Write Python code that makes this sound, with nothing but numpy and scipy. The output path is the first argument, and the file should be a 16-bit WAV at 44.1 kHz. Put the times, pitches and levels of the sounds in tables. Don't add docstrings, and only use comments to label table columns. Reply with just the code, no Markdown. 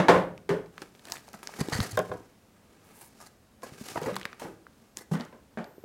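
import sys
import numpy as np
from scipy import signal
from scipy.fft import rfft, irfft, next_fast_len
from scipy.io import wavfile
from scipy.ndimage import map_coordinates

SR = 44100
rng = np.random.default_rng(int(sys.argv[2]) if len(sys.argv) > 2 else 0)


def to_wav(sig):
    pcm = np.clip(np.atleast_2d(sig), -1, 1) * 32767
    pcm = np.round(pcm).astype(np.int16)
    wavfile.write(sys.argv[1], SR, pcm.T)


N = 257896
CLOCK = np.arange(N) / SR
AGE = np.arange(int(.7 * SR)) / SR

# start in seconds, level in dB, pitch in Hz, splinter trim in dB.
SNAPS = [(.378, -34.5, 2360, -14), (.66, -49, 2000, -3.5), (.7798, -33.5, 1500, -3.5),
         (0.8197, -28.5, 1400, -10.5), (.819, -27.5, 4940, -14), (.825, -35, 1490, -7),
         (0.9503, -49.5, 1954, -0.5), (0.9941, -49, 3270, -0.5), (1.0536, -37, 5000, -5),
         (1.073, -39, 926, -6), (1.085, -40, 1330, -3), (1.099, -37, 1080, -11), (1.1005, -31, 6000, -10),
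         (1.1213, -12, 5040, -16.5), (1.1561, -29, 1820, -18), (1.161, -35, 3400, -5),
         (1.169, -30, 1890, -12), (1.181, -42, 2200, -8), (1.2792, -45.5, 5000, -4.5),
         (1.2876, -40.5, 3500, -4), (1.3318, -37.5, 6140, -5.5), (1.3399, -34, 1500, -7.5),
         (1.4301, -31, 1160, -8.5), (1.431, -34, 4200, -4.5), (1.473, -13.5, 5360, -31),
         (1.4732, -25, 1610, -21), (1.5386, -33.5, 1220, -5.5), (1.612, -20, 1170, -8.5),
         (1.6858, -31, 4300, -7), (1.685, -30, 864, -17), (1.804, -12.5, 4200, -21),
         (1.8026, -25.5, 1280, -3), (1.973, -24, 7900, -4), (1.991, -21, 6600, -9.5),
         (2.118, -22.5, 1110, -26), (3.6217, -47, 3030, -3), (3.886, -24, 4100, -10),
         (4.0333, -28, 6400, -17), (4.1438, -39, 1730, -0.5), (4.157, -29, 7500, -8),
         (4.1656, -18, 1120, -40), (4.165, -23.5, 4600, -6), (4.2135, -24.5, 1842, -10.5),
         (4.231, -25, 3120, -24), (4.254, -13.5, 1810, -13.5), (4.3298, -31.5, 1310, -8.5),
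         (4.6674, -31.5, 1384, -26), (4.9715, -12, 6700, -28), (4.989, -30, 4340, -14),
         (5.2094, -23.5, 4200, -33), (5.251, -35.5, 6130, -16.5), (5.6433, -33.5, 4340, -19)]
def snaps(cycles=7, splinter_s=0.0017, skirt_db=3.5, jolt_db=-3, jolt_s=0.0032):
    out = np.zeros(N)
    t = AGE[:SR // 10]
    for s, db, hz, splinter_db in SNAPS + crinkles():
        spray = filtered(rng.standard_normal(len(t)), lambda f: amp(-skirt_db * octaves(f, hz) ** 2))
        spray = unit(spray) * np.exp(-t / splinter_s)
        burst = rng.standard_normal(len(t)) * np.exp(-t / jolt_s)
        jolt = resonant(burst, RUB_BODY, tilt=1, ripple_db=3)
        add(out, s, amp(db + 4) * ring(hz, cycles / hz, attack=.5 / hz, phase=np.pi / 2))
        add(out, s, amp(db + splinter_db) * (spray + amp(jolt_db) * jolt))
    return out


# start and end in seconds, typical level in dB.
CRINKLES = [(1.062, 1.197, -44), (1.432, 1.556, -51), (4.015, 4.076, -41), (4.152, 4.2, -38.5)]
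def crinkles(per_s=110, centre_hz=4040, spread_db=5, splinter_db=-6.5):
    rows = []
    for start, end, db in CRINKLES:
        for k, (nudge, loudness, octave) in enumerate(rng.uniform(-1, 1, size=(16, 3))):
            s = start + (k + .5 + .5 * nudge) / per_s
            if s < end:
                rows.append((s, db + spread_db * loudness, centre_hz * 2 ** octave, splinter_db))
    return rows


# start in seconds, level in dB, pitch in Hz.
THUMPS = [(0.819, -27, 370), (1.281, -31, 850), (1.34, -34, 840), (1.492, -26, 834), (1.592, -29.5, 186),
          (1.61, -17.5, 166), (1.616, -22.5, 330), (1.685, -20, 333), (1.726, -25, 141),
          (1.752, -26, 107.1), (1.79, -18, 203), (1.804, -18.5, 110), (3.721, -38, 154),
          (3.812, -29.5, 214), (3.96, -31, 600), (3.977, -27, 860), (4.019, -37, 430), (4.0595, -23, 850),
          (4.074, -23.5, 277), (5.011, -38.5, 388), (5.781, -34, 370), (5.838, -29.5, 424)]
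def thumps(cycles=6.4):
    out = np.zeros(N)
    for s, db, hz in THUMPS:
        add(out, s, amp(db + 3.5) * ring(hz, t60=cycles / hz, attack=0.001))
    return out


# start in seconds, level in dB, brightness in dB per octave.
POPS = [(1.9739, -17, 3), (1.98, -24.5, -2.5), (1.9894, -26, -6), (1.998, -21.5, -1.5), (2.094, -38.5, -4),
        (2.1156, -27, -0.5)]
# pitch in Hz, level in dB, t60 in seconds.
CAP_MODES = [(115.8, -15, 0.22), (178.5, -14, 0.25), (270, -19, 0.28), (420, 0, 0.099), (493, -0.5, 0.073),
             (613, 3, 0.083), (743, -1.5, 0.095), (1064, 4, 0.049), (1480, 1, .029), (1620, -0.5, .022),
             (3210, -19, 0.068), (3600, -13.5, 0.03)]
def pops(hollow_db=-7, crunch_db=-11, crunch_s=0.014):
    out = np.zeros(N)
    for s, db, tilt in POPS:
        hollow = struck(CAP_MODES, scatter_db=2, attack=0.001, tilt=tilt)
        hollow *= grainy(len(AGE), rate=316, depth_db=1.5)
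        crunch = noise(CLATTER, len(AGE), tilt=-0.16) * np.exp(-AGE / crunch_s)
        add(out, s, amp(db + hollow_db) * hollow + amp(db + crunch_db) * crunch)
    return out


# start in seconds, level in dB, pitch in Hz.
SWAYS = [(1.928, -32, 108.3), (2.103, -35.5, 114.5), (4.015, -38, 159.5), (4.06, -36, 121.6),
         (4.122, -33, 192.8)]
def sways():
    out = np.zeros(N)
    for s, db, hz in SWAYS:
        add(out, s, amp(db) * ring(hz, t60=0.31, attack=0.001))
    return out


# peak time, rise and fall in seconds, body and hiss levels in dB.
STROKES = [(0.829, 0.145, 0.089, -50, -57), (1.121, 0.34, 0.25, -56, -57.5),
           (1.49, 0.037, 0.24, -53, -74.5), (1.819, .62, 0.42, -42.5, -46.5),
           (2.08, 0.12, 0.25, -58.5, -70), (2.918, 0.69, 0.31, -59, -67), (3.05, 0.23, 0.22, -65, -66),
           (3.229, 0.22, 0.13, -58.5, -59.5), (3.644, 0.019, 0.71, -51, -57), (3.82, 0.12, .2, -73, -56),
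           (3.91, 0.2, 0.23, -45.5, -46.5), (4.08, 0.34, 0.39, -43, -55.5),
           (4.429, 0.057, 0.14, -45.5, -53.5), (4.78, 0.23, 0.61, -70, -74),
           (5.117, 0.0077, 0.13, -50, -47.5)]
# frequency in Hz, level in dB.
RUB_BODY = [(30, -49.5), (100, -5.5), (250, 1.5), (850, -6.5), (2000, -10.5), (4000, -20.5), (9000, -38)]
RUB_HISS = [(1200, -34.5), (3000, -5), (5500, 1), (9000, -2.5), (13000, -7.5), (16000, -14.5)]
def rubbing(swell_db=24.5):
    body_power, hiss_power = np.zeros(N), np.zeros(N)
    for s, rise, fall, body_db, hiss_db in STROKES:
        t = CLOCK - s
        from_peak = np.where(t < 0, -t / rise, t / fall)
        swell = amp(-swell_db * np.minimum(from_peak, 10))
        body_power += (amp(body_db) * swell) ** 2
        hiss_power += (amp(hiss_db) * swell) ** 2
    grip = grainy(N, rate=120, depth_db=2.5)
    body_slips = np.sqrt(body_power) * grip * crackle(N, rate=460, depth_db=2)
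    body = resonant(body_slips, RUB_BODY, ripple_db=2.5)
    hiss_slips = np.sqrt(hiss_power) * grip * crackle(N, rate=1100, depth_db=2)
    return body + resonant(hiss_slips, RUB_HISS, ripple_db=-1)


# peak time and fall in seconds, level in dB, brightness in dB per octave.
SCRAPES = [(1.081, 0.037, -51, -2), (1.135, 0.034, -45.5, 2), (1.343, 0.0084, -39, -0.5),
           (1.436, 0.0073, -44.5, 0.5), (1.596, 0.016, -37, -0.5), (1.611, 0.0038, -26, -0.5),
           (1.622, .015, -40, -8), (1.724, 0.014, -33, -3), (1.752, 0.026, -38, -3),
           (1.829, 0.024, -38, -1), (2.142, 0.04, -43, -6.5), (3.018, .012, -52, 0),
           (3.213, 0.02, -45.5, 0.5), (3.265, 0.0067, -44.5, 2), (3.636, 0.012, -38.5, 0),
           (3.96, 0.0058, -28.5, -3), (3.977, 0.0048, -27.5, -4), (4.061, 0.0057, -28, -2.5),
           (4.068, 0.0066, -45, 3.5), (4.085, 0.017, -39, -3.5), (4.982, 0.02, -45.5, 2.5),
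           (5.008, 0.011, -47, 1)]
# frequency in Hz, level in dB.
FOAM_EQ = [(25, -68), (90, -3.5), (200, 0), (650, 0.5), (900, 2.5), (1300, -2), (1950, -5), (3100, -20.5),
           (4600, -11), (7000, -12.5), (12000, -16.5), (16000, -29.5)]
def scrapes(rise_share=0.45):
    out = np.zeros(N)
    t = AGE[:SR // 3] - AGE[SR // 10]
    for s, fall, db, tilt in SCRAPES:
        swell = np.exp(-np.where(t < 0, -t / rise_share, t) / fall)
        slips = swell * crackle(len(t), rate=900, depth_db=6)
        add(out, s + t[0], amp(db) * resonant(slips, FOAM_EQ, tilt, ripple_db=4))
    return out


# start and length in seconds, level in dB, brightness in dB per octave.
RASPS = [(1.59, .014, -50, 1.5), (1.602, 0.016, -37.5, 3.5), (1.723, .017, -31, -1),
         (1.738, .022, -35.5, 0.5), (1.758, 0.0274, -41.5, 2), (1.809, 0.022, -43, 2),
         (1.825, .027, -41, 2.5), (1.907, .018, -43.5, 6)]
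# frequency in Hz, level in dB.
RASP_EQ = [(200, -21), (900, -6), (1410, -3), (1650, -1), (1900, 5), (2250, -6), (2650, -16), (3100, -8.5),
           (3600, -15), (4500, 0.5), (5400, -15.5), (6300, -6), (7100, -12), (7900, -11), (9200, -16.5),
           (10600, -15.5), (16000, -32)]
def rasps(slips_per_s=1100, spread_db=4):
    out = np.zeros(N)
    for s, length, db, tilt in RASPS:
        size = int(length * SR)
        slips = (rng.random(size) < slips_per_s / SR) * amp(spread_db * rng.standard_normal(size))
        drag = (unit(slips) + .5 * rng.standard_normal(size)) * signal.windows.tukey(size, .3)
        add(out, s, amp(db) * resonant(np.pad(drag, (0, SR // 50)), RASP_EQ, tilt))
    return out


# start and length in seconds, slip rate in Hz, level in dB.
JUDDERS = [(3.955, 0.018, 653.5, -38), (3.968, .017, 849, -31.5), (3.985, 0.025, 845, -44.5),
           (4.015, 0.013, 443, -35), (4.032, 0.03, 499, -39), (4.059, 0.028, 425, -29.5),
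           (4.081, 0.021, 537, -32), (4.098, 0.021, 525, -35)]
def judders(jitter=0.089, overtone_db=-11):
    out = np.zeros(N)
    for s, length, hz, db in JUDDERS:
        size = int(length * SR)
        phase = 2 * np.pi * np.cumsum(hz * (1 + jitter * wobble(409, size))) / SR
        slips = sum(amp(overtone_db * np.log2(k)) * np.sin(k * phase) for k in range(1, 6))
        groan = unit(slips) * grainy(size, rate=235, depth_db=5.5)
        add(out, s, amp(db) * groan * signal.windows.tukey(size, .5))
    return out


# start in seconds, impact level in dB, brightness in
# dB per octave, then the hollow note's pitch in Hz, level in dB and t60 in seconds.
LANDINGS = [(0, -20.5, .5, 186, -16, 0.13), (.001, -30, -3, 334, -21, 0.2), (0.0835, -13, 1, 848, -19, .22),
            (.0895, -13.5, 0.6, 494.6, -10.5, 0.16), (.099, -26, -2, 178.3, -22, 0.46),
            (.113, -27, 0, 1045, -21, 0.28), (.144, -22, -1, 498.4, -24, 0.26),
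            (.16, -23, -1.5, 527, -22, 0.37), (.198, -39, -2, 606, -32, 0.34),
            (.491, -31.5, 4, 402.5, -18, 0.3), (.501, -28, -0.5, 527, -28.5, 0.31),
            (0.5034, -30.5, -7.5, 172.5, -24.5, 0.22), (.532, -37, -4, 438, -28.5, 0.29),
            (4.396, -45, 9.5, 926, -42, 0.11), (4.418, -39.5, -3, 460, -45.5, 0.51),
            (4.447, -37.5, -3.5, 329, -43, 0.48), (5.114, -34.5, -4, 165, -19.5, 0.221),
            (5.136, -36.5, 1, 199.7, -22.5, 0.17), (5.152, -38.5, 2.5, 260, -31.5, .15),
            (5.198, -40.5, 3.5, 237, -27, 0.1), (5.325, -48.5, -0.5, 233, -51, .23),
            (5.573, -33.5, -1, 224.4, -26.5, 0.19), (5.585, -40, 2, 173, -31, 0.16)]
# frequency in Hz, level in dB.
CLATTER = [(25, -41), (60, -25), (120, -15.5), (180, -6.5), (240, -11.5), (320, -2), (500, -1), (900, -6.5),
           (1800, -13), (2600, -22), (3250, -24.5), (4000, -29.5), (7000, -38), (11000, -49), (16000, -60)]
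# pitch in Hz, level in dB, t60 in seconds.
SHELL_MODES = [(281.4, -8, 0.35), (346.5, -12, 0.39), (418, -17.5, 0.4), (457.5, 2.5, 0.031),
               (609, -7.5, .4), (710, -12, 0.26), (826, -12.5, 0.36), (873, -8, 0.33), (1056, -8, 0.27),
               (1118, -14.5, 0.22), (1220, -13.5, 0.21), (1520, -12.5, 0.5), (1444, -14, 0.46),
               (1910, -12, 0.17), (2280, -18.5, 0.1)]
def landings(contact_db=4, contact_s=0.003, shell_db=-11, wash_db=-3):
    out = np.zeros(N)
    size = len(AGE)
    onset = 1 - np.exp(-AGE / 0.00087)
    envelope = onset * (amp(wash_db) + amp(contact_db) * np.exp(-AGE / contact_s))
    for s, db, tilt, hz, hollow_db, t60 in LANDINGS:
        clatter = room_decay(noise(CLATTER, size, tilt, ripple_db=2)) * envelope
        shell = amp(shell_db) * struck(SHELL_MODES, scatter_db=1, attack=0.0054)
        flutter = amp(2 * np.clip(wobble(90, size), -1.5, 1.5))
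        hollow = flutter * ring(hz, t60, attack=0.0025, phase=.3 * wobble(70, size))
        add(out, s, amp(db) * (clatter + shell) + amp(hollow_db) * hollow)
    return out


# start and length in seconds, level in dB.
BRUSHES = [(2.821, 0.143, -67), (2.927, .175, -56.5), (3.007, .028, -51.5)]
# frequency in Hz, level in dB.
HAIR_EQ = [(200, -13.5), (600, -3), (880, 9), (1300, -9), (2100, -2), (3300, -9), (6000, -7), (9000, 0.5),
           (12000, -1.5), (16000, -7.5)]
def hair():
    out = np.zeros(N)
    for s, length, db in BRUSHES:
        size = int(length * SR)
        rustle = resonant(crackle(size, rate=1200, depth_db=3.5), HAIR_EQ)
        add(out, s, amp(db) * rustle * signal.windows.tukey(size, .4))
    return out


# time in seconds, pitch in Hz, level in dB.
WHISTLE = [(5.645, 12100, -81.5), (5.68, 13250, -69), (5.73, 13700, -76), (5.77, 13600, -72),
           (5.81, 12300, -73), (5.85, 12600, -82)]
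def whistle(waver_hz=50):
    times, pitches, levels = np.transpose(WHISTLE)
    hz = np.interp(CLOCK, times, pitches) + waver_hz * wobble(300, N)
    gain = (CLOCK > times[0]) * amp(np.interp(CLOCK, times, levels))
    return gain * unit(np.sin(2 * np.pi * np.cumsum(hz) / SR))


# frequency in Hz, level in dB.
AIR_EQ = [(10, -41.5), (25, -9.5), (55, -9.5), (100, -7.5), (150, -11.5), (220, -6), (320, -14.5),
          (460, -15), (1200, -23), (3000, -30), (7500, -33), (16000, -38.5)]
def air():
    return amp(-60.5) * noise(AIR_EQ, N)


# frequency in Hz, t60 in seconds.
ROOM_T60 = [(80, 0.87), (200, 0.49), (600, 0.37), (2000, 0.35), (6000, 0.29), (14000, 0.43)]
def room_decay(x):
    hz, t, spectra = signal.stft(x, SR, nperseg=256)
    fade = amp(-60 * t / along(ROOM_T60, hz)[:, None])
    return signal.istft(spectra * fade, SR, nperseg=256)[1][:len(x)]


def reverberant(x, wet_db, tilt=0):
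    wall_eq = [(60, -23), (300, -2.5), (3000, -3), (15000, -12)]  # Hz, dB
    tail = room_decay(noise(wall_eq, len(AGE), tilt)) * (AGE > .003)
    return x + amp(wet_db) * signal.fftconvolve(x, tail / np.linalg.norm(tail))[:N]


def ring(hz, t60, attack, phase=0):
    decay = np.exp(-np.log(1000) * AGE / t60)
    return np.sin(2 * np.pi * hz * AGE + phase) * decay * (1 - np.exp(-AGE / attack))


def struck(modes, scatter_db, attack, tilt=0):
    out = np.zeros(len(AGE))
    for hz, db, t60 in modes:
        gain = amp(db + tilt * octaves(hz, 810) + scatter_db * rng.normal())
        out += gain * ring(hz, t60, attack, phase=rng.uniform(0, 2 * np.pi))
    return out


def resonant(x, eq, tilt=0, ripple_db=0):
    m = 2 * next_fast_len(len(x))
    hz = np.fft.rfftfreq(m, 1 / SR)
    ripple = np.clip(map_coordinates(rng.standard_normal(SR // 200 + 4), [hz / 100]), -2, 2)
    gain = amp(along(eq, hz) + tilt * octaves(hz, 1000) + ripple_db * ripple)
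    cepstrum = irfft(np.log(unit(gain)))
    cepstrum[1:m // 2] *= 2
    cepstrum[m // 2 + 1:] = 0
    return irfft(rfft(x, m) * np.exp(rfft(cepstrum)), m)[:len(x)]


def noise(eq, size, tilt=0, ripple_db=0):
    return unit(resonant(rng.standard_normal(size), eq, tilt, ripple_db))


def crackle(size, rate, depth_db):
    return rng.standard_normal(size) * grainy(size, rate, depth_db)


def grainy(size, rate, depth_db):
    return unit(amp(depth_db * np.clip(wobble(rate, size), -2, 2)))


def wobble(rate, size):
    knots = rng.standard_normal(int(size * rate / SR) + 4)
    return map_coordinates(knots, [np.arange(size) * rate / SR])


def filtered(x, gain):
    m = next_fast_len(len(x) + 4096)
    return irfft(rfft(x, m) * gain(np.fft.rfftfreq(m, 1 / SR)), m)[:len(x)]


def along(points, hz):
    freqs, values = np.transpose(points)
    return np.interp(np.log(hz + 1), np.log(freqs + 1), values)


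def octaves(hz, centre_hz):
    return np.log2((hz + 20) / centre_hz)


def amp(db):
    return 10 ** (np.asarray(db) / 20)


def unit(x):
    return x / np.sqrt(np.mean(x ** 2) + 1e-20)


def add(track, s, sound):
    part = track[max(round(s * SR), 0):][:len(sound)]
    part += sound[:len(part)]


def scene():
    near = reverberant(snaps(), wet_db=-17)
    near += reverberant(scrapes() + rasps() + judders(), wet_db=-13.5)
    near += reverberant(thumps() + pops() + sways(), wet_db=-18, tilt=-1.2)
    return (near + rubbing() + hair() + landings() + whistle() + air())[None]


def record(dry, low_cut_hz=42, ceiling=.95, top_hz=16000):
    thinned = signal.sosfilt(signal.butter(2, low_cut_hz, "high", fs=SR, output="sos"), dry[0])
    rounded = thinned / (1 + (thinned / ceiling) ** 6) ** (1 / 6)
    return filtered(rounded, lambda hz: hz < top_hz)[None]


dry = scene()
out = record(dry)
to_wav(out)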